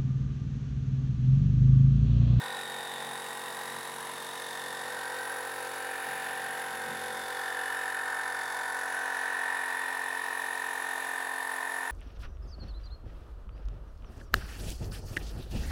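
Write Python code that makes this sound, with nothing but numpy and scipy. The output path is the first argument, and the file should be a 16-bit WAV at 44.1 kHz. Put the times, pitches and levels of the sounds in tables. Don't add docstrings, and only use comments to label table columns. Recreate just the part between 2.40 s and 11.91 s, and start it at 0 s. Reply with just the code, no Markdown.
import sys
import numpy as np
from scipy import signal
from scipy.io import wavfile
from scipy.ndimage import map_coordinates

SR = 44100
rng = np.random.default_rng(int(sys.argv[2]) if len(sys.argv) > 2 else 0)


def how_loud(loudness_db):
    steps = np.asarray(loudness_db, float) / 20
    return 10 ** steps


def transcribe(u):
    v = np.clip(np.atleast_2d(u).T, -1, 1)
    q = np.round(v * 32767).astype(np.int16)
    wavfile.write(sys.argv[1], SR, q)


N = 419391

# time in seconds, speed in turns per second.
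CRANK_SPEED = [(0.0, 46.109), (0.95, 45.949), (1.9, 45.765), (2.85, 45.527), (3.8, 45.405), (4.76, 45.162),
               (5.71, 45.071), (6.66, 44.89), (7.61, 44.725), (8.56, 44.636), (9.51, 44.506)]
# time in seconds, lift in cm, turn in rad, tilt in rad.
HAND_HOLD = [(0.0, 1.2, -1.3, -1.1), (0.6, -0.5, -2, -1.5), (0.85, -2.7, -1.86, -1.2),
             (1.2, -1.7, -1.3, -0.75), (1.6, -2.6, -2, -0.53), (2.1, -0.2, -1.6, -0.88),
             (2.5, -1, -0.5, -0.65), (2.95, -2.5, 0.5, -0.85), (3.3, -3, 0.2, -1.2),
             (3.55, -0.7, 1.04, -0.86), (3.9, 0, 1.1, -0.64), (4.3, -0.9, 0.5, -0.22),
             (4.55, -1, 0.3, -1.1), (4.85, -0.5, -0.3, -0.6), (5.0, 1, -0.1, -0.0022),
             (5.3, 0.4, 0.86, 0.084), (5.75, -0.1, 0.5, 1.1), (6.15, 0, -0.5, 1.45), (6.5, -0.2, 0.7, 0.84),
             (7.1, 3, 1.5, 1.03), (7.9, 0.7, 2.05, 0.7), (8.6, 0.7, 2, 0.51), (9.0, 0.9, 2.5, 1.15),
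             (9.51, 0, 2, 0.74)]
PART_RADIATION = {"hum": (-50, -0.2, -0.4, -1.4, -1.07), "frame": (-50.5, 0.8, 6.5, 0.42, -0.9),
                  "casing": (-45.5, 0.74, -0.5, 3.0, 2.5), "cylinder": (-47, 0, 7, 0.52, 1.5),
                  "panel": (-59, 0.34, 6, 0, -3), "shell": (-46.5, 0.5, 1.5, 3.0, 2),
                  "mesh": (-42.5, 2, 3.5, 1.12, 0.97), "upper mesh": (-51.5, 1.4, 3.5, -1.47, -2.5),
                  "grille": (-51, 1.5, 9, 1.8, -5.5), "valve plate": (-59, 0.7, 5, -0.65, 0.5),
                  "fins": (-53.5, -0.5, 3.5, -1.5, -0.5), "air": (-51.5, -0.8, 1.8, 1.7, 1),
                  "buzz": (-66, -0.5, 2.5, -0.6, -1.5), "base": (-62, -0.2, 2.5, 1.6, 0.5),
                  "boom": (-75.5, 0.5, 4, 0.4, -0.8)}
# multiple of the crank rate, relative level in dB.
STROKE_MULTIPLES = [
    [(4, -17), (7, -19), (8, -3), (9, -6), (10, 4)],
    [(13, -26), (14, -16), (15, -8.5), (16, -1), (18, 1.5), (19, -19), (20, 0.5), (21, 5.5), (22, 5),
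     (23, -2), (24, -4), (25, -5), (26, -8.5), (27, -23)],
    [(28, -18), (29, 3.5), (30, -14), (31, -19), (32, -15), (33, -12), (34, 7.5), (35, 2)],
]
# multiple of the crank rate, relative level in dB.
PANEL_MULTIPLES = [(11, 2), (12, -4)]
# time in seconds, centre by the tooth rate in Hz, centre by its octave in Hz.
WHINE_CENTRES = [(0.0, 1846, 3800), (0.65, 1884, 3740), (1.32, 1900, 3830), (1.85, 1790, 3680),
                 (2.78, 1910, 3720), (3.34, 1790, 3700), (3.78, 1800, 3730), (4.5, 1810, 3660),
                 (5.09, 1760, 3640), (5.64, 1790, 3760), (6.06, 1790, 3530), (6.7, 1790, 3640),
                 (7.9, 1820, 3600), (9.51, 1820, 3630)]
# multiple of the tooth rate, level in dB.
TOOTH_OVERTONES = [(3, -71), (4, -68), (5, -65)]
# frequency in Hz, relative level in dB per Hz.
RATTLE_COLOUR = [(24, -65), (40, -52), (117, -23), (214, -43), (255, -16.5), (319, -19), (453, -13.5),
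                 (627, -2.5), (785, 1.5), (1230, -4), (1840, -2), (2300, -8.5), (5960, -17), (10600, -18),
                 (15800, -21.5)]
# centre in Hz, width in Hz, level in dB added to its part,
# gain at discharge in dB, gain at intake in dB, share that repeats each turn from 0 to 1.
BODY_RESONANCES = [(942, 276, -2, -7, -2, 0), (1553, 206, -1, -8, 5.5, 0.39), (1790, 280, -7, 6, 7.5, 0.8),
                   (3680, 300, -8, -42, 0, 0.45), (2420, 740, -8.5, -5.5, 3.5, 0.4),
                   (4490, 1500, -1, 12, 4.5, 0.4), (8250, 2600, -5.5, 9.5, 2, 0)]
# start in seconds, end in seconds, buzz level in dB before the bench trim,
# boom gain in dB, gain of the fifth crank multiple in dB.
BENCH_RESTS = [(-0.1, 1.41, -58, 0.1, 4), (1.45, 2.61, -58.5, 0.1, 2.5), (3.66, 4.8, -59, -2, -1),
               (4.32, 4.86, -60, 8, 9)]
# time in seconds, length (bell spread) in seconds,
# rumble in dB before the bench trim, boom gain in dB, buzz gain in dB.
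BENCH_BUMPS = [(1.39, 0.04, -89, 10, 3), (1.984, 0.04, -92, 4, 0.1), (2.48, 0.09, -79, 1.5, 0),
               (3.7, 0.061, -79, 1.5, 1), (4.38, 0.06, -85, 0.1, -3), (4.51, 0.03, -88, -1, 8),
               (4.63, 0.03, -95, 3, -3), (4.789, 0.04, -75, -1.5, 0)]

WHEEL_TEETH, PINION_TEETH = 40, 11
DISCHARGE_TURN, INTAKE_TURN = 0.733, 0.013
PANEL_ROTOR_DB, PANEL_SIDE_DB = -7, -18
WHINE_WIDTH_HZ, UPPER_WIDTH_HZ = 62.5, 144
WHINE_LEAN = 1.23
RATTLE_DB, RATTLE_TOP_HZ = -43, 16500
MIC_PEAK_HZ, MIC_PEAK_WIDTH_HZ = 10594, 870
THIRD_DB, FIFTH_DB = -3, -4.5
HELD_SHARE = 0.08
REST_EDGE_S, REST_FLICKER_DB = 0.03, 1.8
RUMBLE_DB, RUMBLE_FLICKER_DB = -96, 3.5


def rms_one(x):
    return x / np.sqrt(np.mean(x ** 2) + 1e-20)


def in_time(rows):
    seconds, *columns = np.transpose(rows)
    return [np.interp(np.arange(N) / SR, seconds, column) for column in columns]


def drift(rate_hz):
    r = np.exp(-200 * np.pi * rate_hz / SR)
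    coarse = rng.standard_normal(N // 100 + 1002)
    slow = signal.lfilter([1], [1, -2 * r, r * r], coarse)[1000:]
    return np.interp(np.arange(N) / 100, np.arange(len(slow)), rms_one(slow))


def resonance(x, hz, width_hz):
    r = np.exp(-np.pi * width_hz / SR)
    zeros = np.array([1, 0, -1]) * (1 - r * r) / 2
    poles = [1, -2 * r * np.cos(2 * np.pi * hz / SR), r * r]
    return signal.lfilter(zeros, poles, x)


def ringing(x, hz, width_hz):
    return rms_one(resonance(resonance(x, hz, width_hz), hz, width_hz))


def load(crank, discharge_db, intake_db, rise=0.13):
    since = [(crank / (2 * np.pi) - turn) % 1 / rise for turn in (DISCHARGE_TURN, INTAKE_TURN)]
    discharge, intake = [u * np.exp(1 - u) for u in since]
    return rms_one(how_loud(discharge_db * discharge + intake_db * intake))


def stroke_tones(crank, orders, waver_db, turn, scatter, sweep=0):
    phases = np.cumsum(rng.normal(0, scatter, len(orders)) + sweep * np.arange(len(orders)))
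    angle = crank - 2 * np.pi * turn
    tones = 0
    for (k, db), phase in zip(orders, phases):
        tones = tones + how_loud(db + waver_db * drift(1.0)) * np.cos(k * angle + phase)
    return rms_one(tones)


def cluster(crank, orders, centre_hz, width_hz, sweep, waver_db, waver_hz):
    speed = in_time(CRANK_SPEED)[0]
    angle = crank - 2 * np.pi * (DISCHARGE_TURN + 0.1009)
    middle = np.mean(orders)
    burst, power = 0, 0
    for k in orders:
        away = (k * speed - centre_hz) / width_hz
        leaning = np.where(away < 0, away / WHINE_LEAN, away * WHINE_LEAN)
        gain = how_loud(waver_db * drift(waver_hz)) * np.exp(-0.5 * leaning ** 2)
        burst = burst + gain * np.cos(k * angle + sweep * (k - middle) ** 2)
        power = power + gain * gain / 2
    return burst / np.sqrt(power)


def contacts(crank, change_per_s):
    size = 700
    patterns = rng.standard_normal((60, size))
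    where = [np.arange(N) / SR * change_per_s, crank / (2 * np.pi) % 1 * size]
    return rms_one(map_coordinates(patterns, where, order=3, mode="wrap"))


def parts_heard():
    lift, turn, tilt = in_time(HAND_HOLD)
    return {name: db + lift_db * lift + swing_db * np.cos(turn - faces) + tilt_db * tilt
            for name, (db, lift_db, swing_db, faces, tilt_db) in PART_RADIATION.items()}


def casing(crank, motor, hum_db, base_db, frame_db, shell_db, cylinder_db, panel_db):
    low, middle, high = STROKE_MULTIPLES
    hum = how_loud(hum_db - 2.7) * stroke_tones(crank, low, 0.5, 0.9, 0.3, sweep=0.45)
    frame = how_loud(frame_db + 1.5) * np.cos(17 * crank)
    base = how_loud(base_db) * -np.sqrt(2) * np.cos(6 * crank)
    wobble = 1 + 0.097 * np.cos(motor) + 0.26 * np.cos(2 * motor + 1.42)
    shell = how_loud(shell_db) * stroke_tones(crank, middle, 0.42, 0.92, 0.58, sweep=0.12)
    barrel = how_loud(cylinder_db - 7.5) * stroke_tones(crank, high, 0.8, 0.1196, 0.7, sweep=0.12)
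    rotor = how_loud(PANEL_ROTOR_DB) * np.cos(3 * motor) + how_loud(PANEL_SIDE_DB) * np.cos(3 * motor + crank)
    panel = sum(how_loud(db) * np.cos(k * crank) for k, db in PANEL_MULTIPLES) - rotor
    return hum + base + frame + wobble * (shell + barrel) + how_loud(panel_db) * np.sqrt(2) * panel


def gears(crank, mesh_db, upper_db):
    centre_hz, upper_hz = in_time(WHINE_CENTRES)
    near_teeth = WHEEL_TEETH + np.arange(-6, 7)
    near_octave = 2 * WHEEL_TEETH + np.arange(-6, 9)
    whine = cluster(crank, near_teeth, centre_hz, WHINE_WIDTH_HZ, 0.2, waver_db=1.7, waver_hz=1.8)
    octave = cluster(crank, near_octave, upper_hz, UPPER_WIDTH_HZ, 0.1, waver_db=5.0, waver_hz=2.4)
    teeth = WHEEL_TEETH * (crank + 0.029 * np.cos(crank - 5.3))
    upper = sum(how_loud(db + 2.2 * drift(0.8)) * np.cos(k * teeth) for k, db in TOOTH_OVERTONES)
    upper = np.sqrt(2) * upper * load(crank, 8.0, 3.0)
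    return how_loud(mesh_db - 0.8) * whine + how_loud(upper_db - 2.5) * octave + upper


def rattle(crank, parts_db):
    hz, level = np.transpose(RATTLE_COLOUR)
    knocks = contacts(crank, change_per_s=1.5)
    white = rng.standard_normal((2, N)) + 0.85 * knocks
    edges = np.geomspace(40, RATTLE_TOP_HZ, num=40)
    broad, shared = 0, drift(16)
    for k, (low, high) in enumerate(zip(edges, edges[1:])):
        band_filter = signal.butter(2, [low, high], "band", fs=SR, output="sos")
        band = signal.sosfilt(band_filter, white[k % 2])
        colour_db = np.interp(np.log(low * high) / 2, np.log(hz), level)
        broad = broad + how_loud(colour_db + 1.5 * drift(0.5) + 0.5 * shared) * band
    out = how_loud(RATTLE_DB) * rms_one(broad) * load(crank, 4.15, 1.2, rise=0.087)
    for row, part_db in zip(BODY_RESONANCES, parts_db):
        centre_hz, width_hz, db, discharge_db, intake_db, share = row
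        drive = np.sqrt(share) * knocks + np.sqrt(1 - share) * rng.standard_normal(N)
        pulse = load(crank, discharge_db, intake_db, rise=0.075)
        out += how_loud(part_db + db) * ringing(drive, centre_hz, width_hz) * pulse
    return out


def hiss(crank, hiss_db):
    band = ringing(rng.standard_normal(N), MIC_PEAK_HZ, MIC_PEAK_WIDTH_HZ)
    return how_loud(hiss_db - 0.54 + 1.1 * drift(24)) * band * load(crank, 8.9, 0.85)


def touches(buzz_db, boom_db):
    t, resting, fifth_db = np.arange(N) / SR, 0, FIFTH_DB
    flicker_db = REST_FLICKER_DB * drift(2.7)
    rumble = how_loud(RUMBLE_DB + RUMBLE_FLICKER_DB * drift(4.0))
    for start, end, rest_db, gain_db, fifth_gain_db in BENCH_RESTS:
        down = np.clip(np.minimum(t - start, end - t) / REST_EDGE_S + 0.5, 0, 1)
        buzz_db = buzz_db + down * (rest_db + flicker_db - buzz_db)
        boom_db = boom_db + down * gain_db
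        fifth_db = fifth_db + down * fifth_gain_db
        resting = resting + down
    for seconds, length, rumble_db, boom_gain_db, buzz_gain_db in BENCH_BUMPS:
        bell = np.exp(-0.5 * ((t - seconds) / length) ** 2)
        rumble = rumble + how_loud(rumble_db) * bell
        boom_db = boom_db + boom_gain_db * bell
        buzz_db = buzz_db + buzz_gain_db * bell
    return buzz_db, boom_db, 20 * np.log10(rumble), fifth_db, resting


def bench(crank, motor, buzz_db, boom_db, rumble_db, fifth_db, resting):
    contact = np.maximum(resting, HELD_SHARE)
    buzz = ringing(rng.standard_normal(N), 250, 140)
    rotor = 0.4 * np.cos(motor) + 0.45 * np.cos(motor + crank)
    rotor = rotor + 0.3 * np.cos(4 * crank + 1.6) + 0.35 * buzz
    tones = stroke_tones(crank, [(3, THIRD_DB), (5, fifth_db)], 0.71, 0.327, 2.2) + contact * rotor
    rumble = ringing(rng.standard_normal(N), 68, 50) + 0.97 * buzz
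    boom = np.sqrt(2) * (how_loud(boom_db - 0.5) * np.cos(2 * crank) + how_loud(-90) * np.cos(crank))
    return how_loud(buzz_db - 2.5) * tones + boom + how_loud(rumble_db + 2.0) * rumble


def scene():
    db = parts_heard()
    crank = 2 * np.pi * np.cumsum(in_time(CRANK_SPEED)[0]) / SR
    crank = crank + 0.016 * drift(2.5)
    motor = crank * WHEEL_TEETH / PINION_TEETH
    body = ("hum", "base", "frame", "shell", "cylinder", "panel")
    pump = casing(crank, motor, *[db[name] for name in body])
    pump += gears(crank, db["mesh"], db["upper mesh"])
    loose = ("casing", "cylinder", "mesh", "upper mesh", "grille", "valve plate", "fins")
    pump += rattle(crank, [db[name] for name in loose])
    pump += hiss(crank, db["air"])
    pump += bench(crank, motor, *touches(db["buzz"], db["boom"]))
    return pump[None]


def band_limit(x):
    return signal.sosfilt(signal.butter(12, 16020, fs=SR, output="sos"), x)


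def record(dry):
    return band_limit(dry)


dry = scene()
out = record(dry)
transcribe(out)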